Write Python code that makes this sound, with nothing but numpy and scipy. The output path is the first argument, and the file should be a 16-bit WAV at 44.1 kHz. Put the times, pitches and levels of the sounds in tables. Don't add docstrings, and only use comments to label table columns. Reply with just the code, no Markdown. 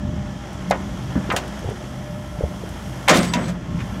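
import sys
import numpy as np
from scipy import signal
from scipy.fft import rfft, irfft
from scipy.io import wavfile

SR = 44100
rng = np.random.default_rng(int(sys.argv[2]) if len(sys.argv) > 2 else 0)


def waveform_to_disk(signal):
    frames = np.transpose(np.atleast_2d(signal))
    scaled = np.clip(frames, -1, 1) * 32767
    samples = np.round(scaled).astype(np.int16)
    wavfile.write(sys.argv[1], SR, samples)


N = 176400


def undb(db):
    return 10 ** (np.asarray(db) / 20)


def unit(x):
    return x / np.std(x)


def envelope(rows):
    return undb(np.interp(np.arange(N) / SR, *np.array(rows).T))


def noise(lo_hz, hi_hz, colour=None, order=8):
    f = np.maximum(np.fft.rfftfreq(N, 1 / SR), 1)
    gain = 1 / np.sqrt((1 + (lo_hz / f) ** order) * (1 + (f / hi_hz) ** order))
    if colour is not None:
        hz, db = np.array(colour).T
        gain = gain * undb(np.interp(np.log(f), np.log(hz), db))
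    return unit(irfft(rfft(rng.standard_normal(N)) * gain, N))


def drift(rate_hz):
    f = np.fft.rfftfreq(N, 1 / SR)
    return unit(irfft(rfft(rng.standard_normal(N)) * (f > 0) * np.exp(-(f / rate_hz) ** 2), N))


def sine(hz):
    return np.sqrt(2) * np.sin(2 * np.pi * (np.cumsum(hz) / SR + rng.random()))


def decay(t, t60):
    return np.exp(-np.log(1000) * t / t60)


def rise(t, time_constant):
    return 1 - np.exp(-t / time_constant)


def swell(t, length):
    return np.sin(np.pi * np.clip(t / length, 0, 1))


def ring(t, modes):
    return sum(undb(db) * np.sin(2 * np.pi * (hz * t + rng.random())) * decay(t, t60)
               for hz, db, t60 in modes)


def add(out, start, x):
    i = int(start * SR)
    out[i:i + len(x)] += x[:N - i]


# pitch_hz, level_db
ENGINE_PARTIALS = [(129.3, -40), (178, -51), (209.5, -47.5), (256, -50.5), (360, -55), (807, -58),
                   (1076, -58), (1341, -60.5), (1728, -59), (2143, -65.5)]
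# frequency_hz, relative_level_db
MACHINE_SPECTRUM = [(20, -27), (50, -2), (90, 2), (150, -1), (200, 4), (240, -7), (320, -8.5), (430, -19.5),
                    (620, -16), (900, -18), (1200, -22.5), (1350, -20), (1520, -24), (1850, -23.5),
                    (2550, -30.5), (2950, -28), (3270, -25.5), (3750, -35.5), (4400, -37), (5700, -32),
                    (7500, -38), (9200, -45.5), (12300, -48), (14000, -53.5), (15500, -50)]
# time_s, level_db
PUMP_LEVELS = [(0, -43.5), (.22, -40.5), (.42, -51), (1.0, -47), (1.8, -48), (2.1, -41), (2.42, -40),
               (2.7, -48.5), (3.6, -50), (4, -47)]
DRONE_LEVELS = [(0, -27.5), (.15, -24), (.42, -37), (.62, -32), (.9, -28), (1.25, -30), (1.5, -35),
                (2.2, -34), (2.6, -33.5), (3.0, -33.5), (3.6, -31.5), (3.8, -24), (4, -30.5)]
CLATTER_LEVELS = [(0, -40.5), (.5, -39.5), (1.15, -37), (1.5, -36.5), (1.9, -39.5), (2.5, -40), (3.05, -37),
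                  (3.6, -41), (4, -37)]
HISS_LEVELS = [(0, -51.5), (.6, -48), (1.2, -47), (1.6, -46), (2.15, -51), (3.0, -47), (3.45, -44.5),
               (3.55, -53.5), (3.72, -51), (3.8, -47.5), (4, -49)]
FIZZ_LEVELS = [(0, -67), (.7, -60.5), (1.3, -57.5), (1.85, -59), (2.3, -58), (3.0, -54.5), (3.5, -57.5),
               (3.58, -67), (3.72, -64), (3.82, -57.5), (4, -57.5)]
FIRING_HZ, PUMP_HARMONIC = 60, 10


def engine():
    speed = 1 + 0.00404 * drift(5.24)
    firing = sine(FIRING_HZ * speed)
    hum = sum(undb(db + 4.7 * drift(3.8)) * sine(hz * speed) for hz, db in ENGINE_PARTIALS)
    pump_gain = envelope(PUMP_LEVELS) * undb(2.5 * drift(23))
    pump = pump_gain * sine(PUMP_HARMONIC * FIRING_HZ * (speed + .008 * drift(30)))
    drone = envelope(DRONE_LEVELS) * noise(20, 334, MACHINE_SPECTRUM)
    clatter = envelope(CLATTER_LEVELS) * noise(334, 3060, MACHINE_SPECTRUM) * undb(1.1 * drift(32))
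    hiss = envelope(HISS_LEVELS) * noise(3060, 8650, MACHINE_SPECTRUM, order=12)
    fizz = envelope(FIZZ_LEVELS) * noise(8650, 13800, MACHINE_SPECTRUM, order=20)
    pulsation = 1 + 0.085 * firing
    return undb(-39) * firing + hum + pump + drone + (clatter + hiss + fizz) * pulsation


# start_s, level_db, pitch_hz, rise_s, t60_s
LOW_BOOMS = [(0.67, -13, 187.5, 0.021, 0.27), (1.153, -7.5, 185, 0.018, 0.19),
             (1.157, -11.5, 267, 0.0046, 0.082), (1.157, -13, 74, 0.0084, 0.12),
             (1.189, -20, 178, .003, 0.1), (1.651, -11.5, 85, .005, 0.091),
             (1.684, -14, 115, 0.0022, 0.078), (1.712, -21, 125, .003, .09),
             (2.385, -17, 168, 0.0057, 0.14), (2.433, -9.5, 72.4, 0.003, 0.13),
             (2.436, -16.5, 153, .003, 0.078), (3.105, -8, 193, 0.0055, 0.15),
             (3.176, -6.5, 183, 0.0053, 0.11), (3.181, -21.5, 174.5, .01, 1.96),
             (3.355, -16, 234, 0.0081, 0.18), (3.48, -17.5, 177.3, 0.0061, 0.29),
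             (3.671, -24, 175.6, 0.011, 0.93), (3.744, -11, 177, 0.002, 0.062)]


def booms(t):
    out = np.zeros(N)
    for start, db, hz, rise_s, t60 in LOW_BOOMS:
        add(out, start, undb(db) * np.sin(2 * np.pi * hz * t) * rise(t, rise_s) * decay(t, t60))
    return out


# start_s, level_db, t60_s
GRIT_CRACKS = [(0.530, -46, .06), (0.6995, -34, 0.021), (0.7098, -25.5, 0.02), (1.3215, -35.5, 0.072),
               (1.3632, -24, 0.042), (1.48, -40, 0.022), (1.592, -39.5, .02), (1.699, -41.5, .04),
               (2.69, -41.5, 0.048), (3.082, -22, 0.11), (3.336, -32, 0.03)]
# start_s, length_s, level_db, low_edge_hz, high_edge_hz
FACE_SCRAPES = [(1.608, 0.13, -35, 280, 700), (3.132, 0.073, -24, 3000, 8900),
                (3.186, 0.12, -32.5, 1500, 8000), (3.415, 0.085, -42.5, 900, 4940),
                (3.782, .05, -35, 1060, 2780)]
# start_s, length_s, pitch_hz, level_db
PIN_SQUEALS = [(3.196, 0.025, 8050, -34.5), (3.238, 0.11, 7970, -43), (3.285, .025, 4680, -42),
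               (3.365, 0.15, 7990, -49)]


def friction(t):
    out, n = np.zeros(N), len(t)
    for start, db, t60 in GRIT_CRACKS:
        add(out, start, undb(db) * noise(3870, 9800)[:n] * decay(t, t60))
    for start, length, db, lo_hz, hi_hz in FACE_SCRAPES:
        rubbing = unit(noise(lo_hz, hi_hz) * undb(2.5 * drift(200)))[:n]
        add(out, start, undb(db) * rubbing * swell(t, length))
    for start, length, hz, db in PIN_SQUEALS:
        squeal = sine(hz * (1 + .009 * drift(230)))[:n]
        add(out, start, undb(db) * squeal * np.sqrt(abs(swell(t, length))))
    return out


# centre_s, peak_db, pitch_hz,
# half_width_cycles
KNOCK_PULSES = [(0.7107, -2, 700, 1.02), (1.167, -26.5, 348, 2), (1.294, -17, 333, 0.68),
                (1.342, -23, 676, 5), (1.370, -23, 714, 5.6), (1.648, -26.5, 460, 2.3),
                (1.6902, -13.5, 480, 0.41), (1.717, -23, 430, 2.4), (2.4101, -12.5, 464, 0.76),
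                (2.440, -13.5, 530, 1.35), (2.6385, -19.5, 464, 0.84)]
KNOCK_TAIL_DB, KNOCK_T60_S = -21, 0.23


def knocks(t):
    out = np.zeros(N)
    for centre, db, hz, half_width in KNOCK_PULSES:
        cycles = (np.arange(N) / SR - centre) * hz
        out -= undb(db) * np.exp(-(cycles / half_width) ** 2) * np.cos(2 * np.pi * cycles)
        tail = noise(hz * 0.76, hz * 1.52, order=12)[:len(t)] * decay(t, KNOCK_T60_S)
        add(out, centre, undb(db + KNOCK_TAIL_DB) * tail)
    return out


# pitch_hz, level_db, t60_s
LATCH_MODES = [(972, -17.5, 0.2), (2685, -25.5, 0.1), (3138, -35, 0.14), (3806, -30, 0.11),
               (5600, -39, 0.088), (5600, -34, 0.1), (6000, -27, 0.074)]


def latch(t, start_s=3.336):
    out = np.zeros(N)
    add(out, start_s, ring(t, LATCH_MODES))
    return out


def plate_resonances(from_hz=1400, mean_gap_hz=56, power_share=0.39):
    f = np.fft.rfftfreq(N, 1 / SR)
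    chance = SR / N / mean_gap_hz
    is_mode = rng.random(len(f)) < chance
    comb = np.sqrt(1 - power_share + power_share / chance * is_mode)
    return np.where(f > from_hz, comb, 1)


# frequency_hz, relative_level_db
STEEL_SPECTRUM = [(100, 17), (220, 16), (420, 0.5), (560, 5.5), (850, -2.5), (1800, -3.5), (3100, -7),
                  (4000, -10.5), (5500, -13), (6900, -11.5), (9500, -17.5), (15500, -15)]
BUILD_CYCLES, T60_EXPONENT = 0.57, 0.11


def plates(t, lo_hz, hi_hz, t60, resonances):
    vibration = irfft(rfft(noise(lo_hz, hi_hz, STEEL_SPECTRUM)) * resonances, N)
    spectrum = rfft(vibration[:len(t)])
    octaves = np.log2(np.maximum(np.fft.rfftfreq(len(t), 1 / SR), 1))
    out = 0
    for octave in range(6, 15):
        centre_hz = 2 ** octave
        band = irfft(spectrum * np.maximum(1 - abs(octaves - octave), 0), len(t))
        band_t60 = t60 * (1000 / centre_hz) ** T60_EXPONENT
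        out = out + band * rise(t, BUILD_CYCLES / centre_hz) * decay(t, band_t60)
    return out


# pitch_hz, relative_level_db, t60_s
BUCKET_MODES = [(244, -18, 0.72), (280, -10, 0.67), (378.3, -10, 1), (531, -2.5, 0.24), (602, -12, 0.21),
                (638, -7.5, 0.3), (722, -8.5, 0.56), (738, -18, 0.32), (981, -18, 0.74), (1033, -12, 0.96),
                (1176, -21, 0.35), (1297, -8, 0.34), (1460, -5, 0.26), (1864, -7.5, 0.21),
                (2020, -11, 0.15)]
# start_s, plate_level_db, low_edge_hz, high_edge_hz, plate_t60_at_1khz_s, bucket_level_db, contact_s
COUPLER_BLOWS = [(0.7100, -18.5, 1800, 5950, .05, -42, 0.00051), (0.712, -19, 524, 2600, 0.15, -21.5, .002),
                 (1.152, -21, 170, 1470, 0.25, -38, 0.00093),
                 (1.3014, -15.5, 1080, 3740, 0.063, -37, .0005), (1.312, -16, 875, 1960, 0.12, -30, .001),
                 (1.336, -15, 464, 900, 0.071, -28, 0.0014), (1.3636, -17.5, 685, 9500, 0.13, -27, 0.00046),
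                 (1.43, -29, 450, 900, 0.12, -35, .005), (3.0781, -14, 607, 2400, .1, -30, 0.00062),
                 (3.0828, -5, 724, 4030, 0.08, -23, 0.00092), (3.092, -6.5, 414, 8100, 0.22, -16.5, 0.0007),
                 (3.110, -9.5, 190, 1520, 0.21, -15, .001), (3.128, -12.5, 230, 3920, 0.54, -18, .001),
                 (3.336, -20, 1580, 7900, 0.12, -29, 0.00089),
                 (3.352, -21.5, 196, 2640, 0.62, -30.5, 0.0022),
                 (3.479, -26.5, 507, 9200, 0.15, -37, 0.0052)]
CONTACT_DAMPING = 0.17


def clanks(t):
    out = np.zeros(N)
    resonances = plate_resonances()
    for start, plate_db, lo_hz, hi_hz, t60, bucket_db, contact_s in COUPLER_BLOWS:
        bucket = ring(t, BUCKET_MODES) * rise(t, .003) * decay(t, t60 / CONTACT_DAMPING)
        chatter = undb(1.4 * drift(400)[:len(t)])
        clank = rise(t, contact_s) * chatter * plates(t, lo_hz, hi_hz, t60, resonances)
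        add(out, start, undb(plate_db) * clank + undb(bucket_db) * bucket)
    return out


def scene():
    t = np.arange(SR) / SR
    return (engine() + clanks(t) + latch(t) + knocks(t) + booms(t) + friction(t))[None]


def record(dry):
    ceiling, cutoff_hz = 1.3, 15700
    lowpass = signal.ellip(8, .2, 70, cutoff_hz, fs=SR, output="sos")
    return signal.sosfilt(lowpass, ceiling * np.tanh(dry / ceiling))


dry = scene()
out = record(dry)
waveform_to_disk(out)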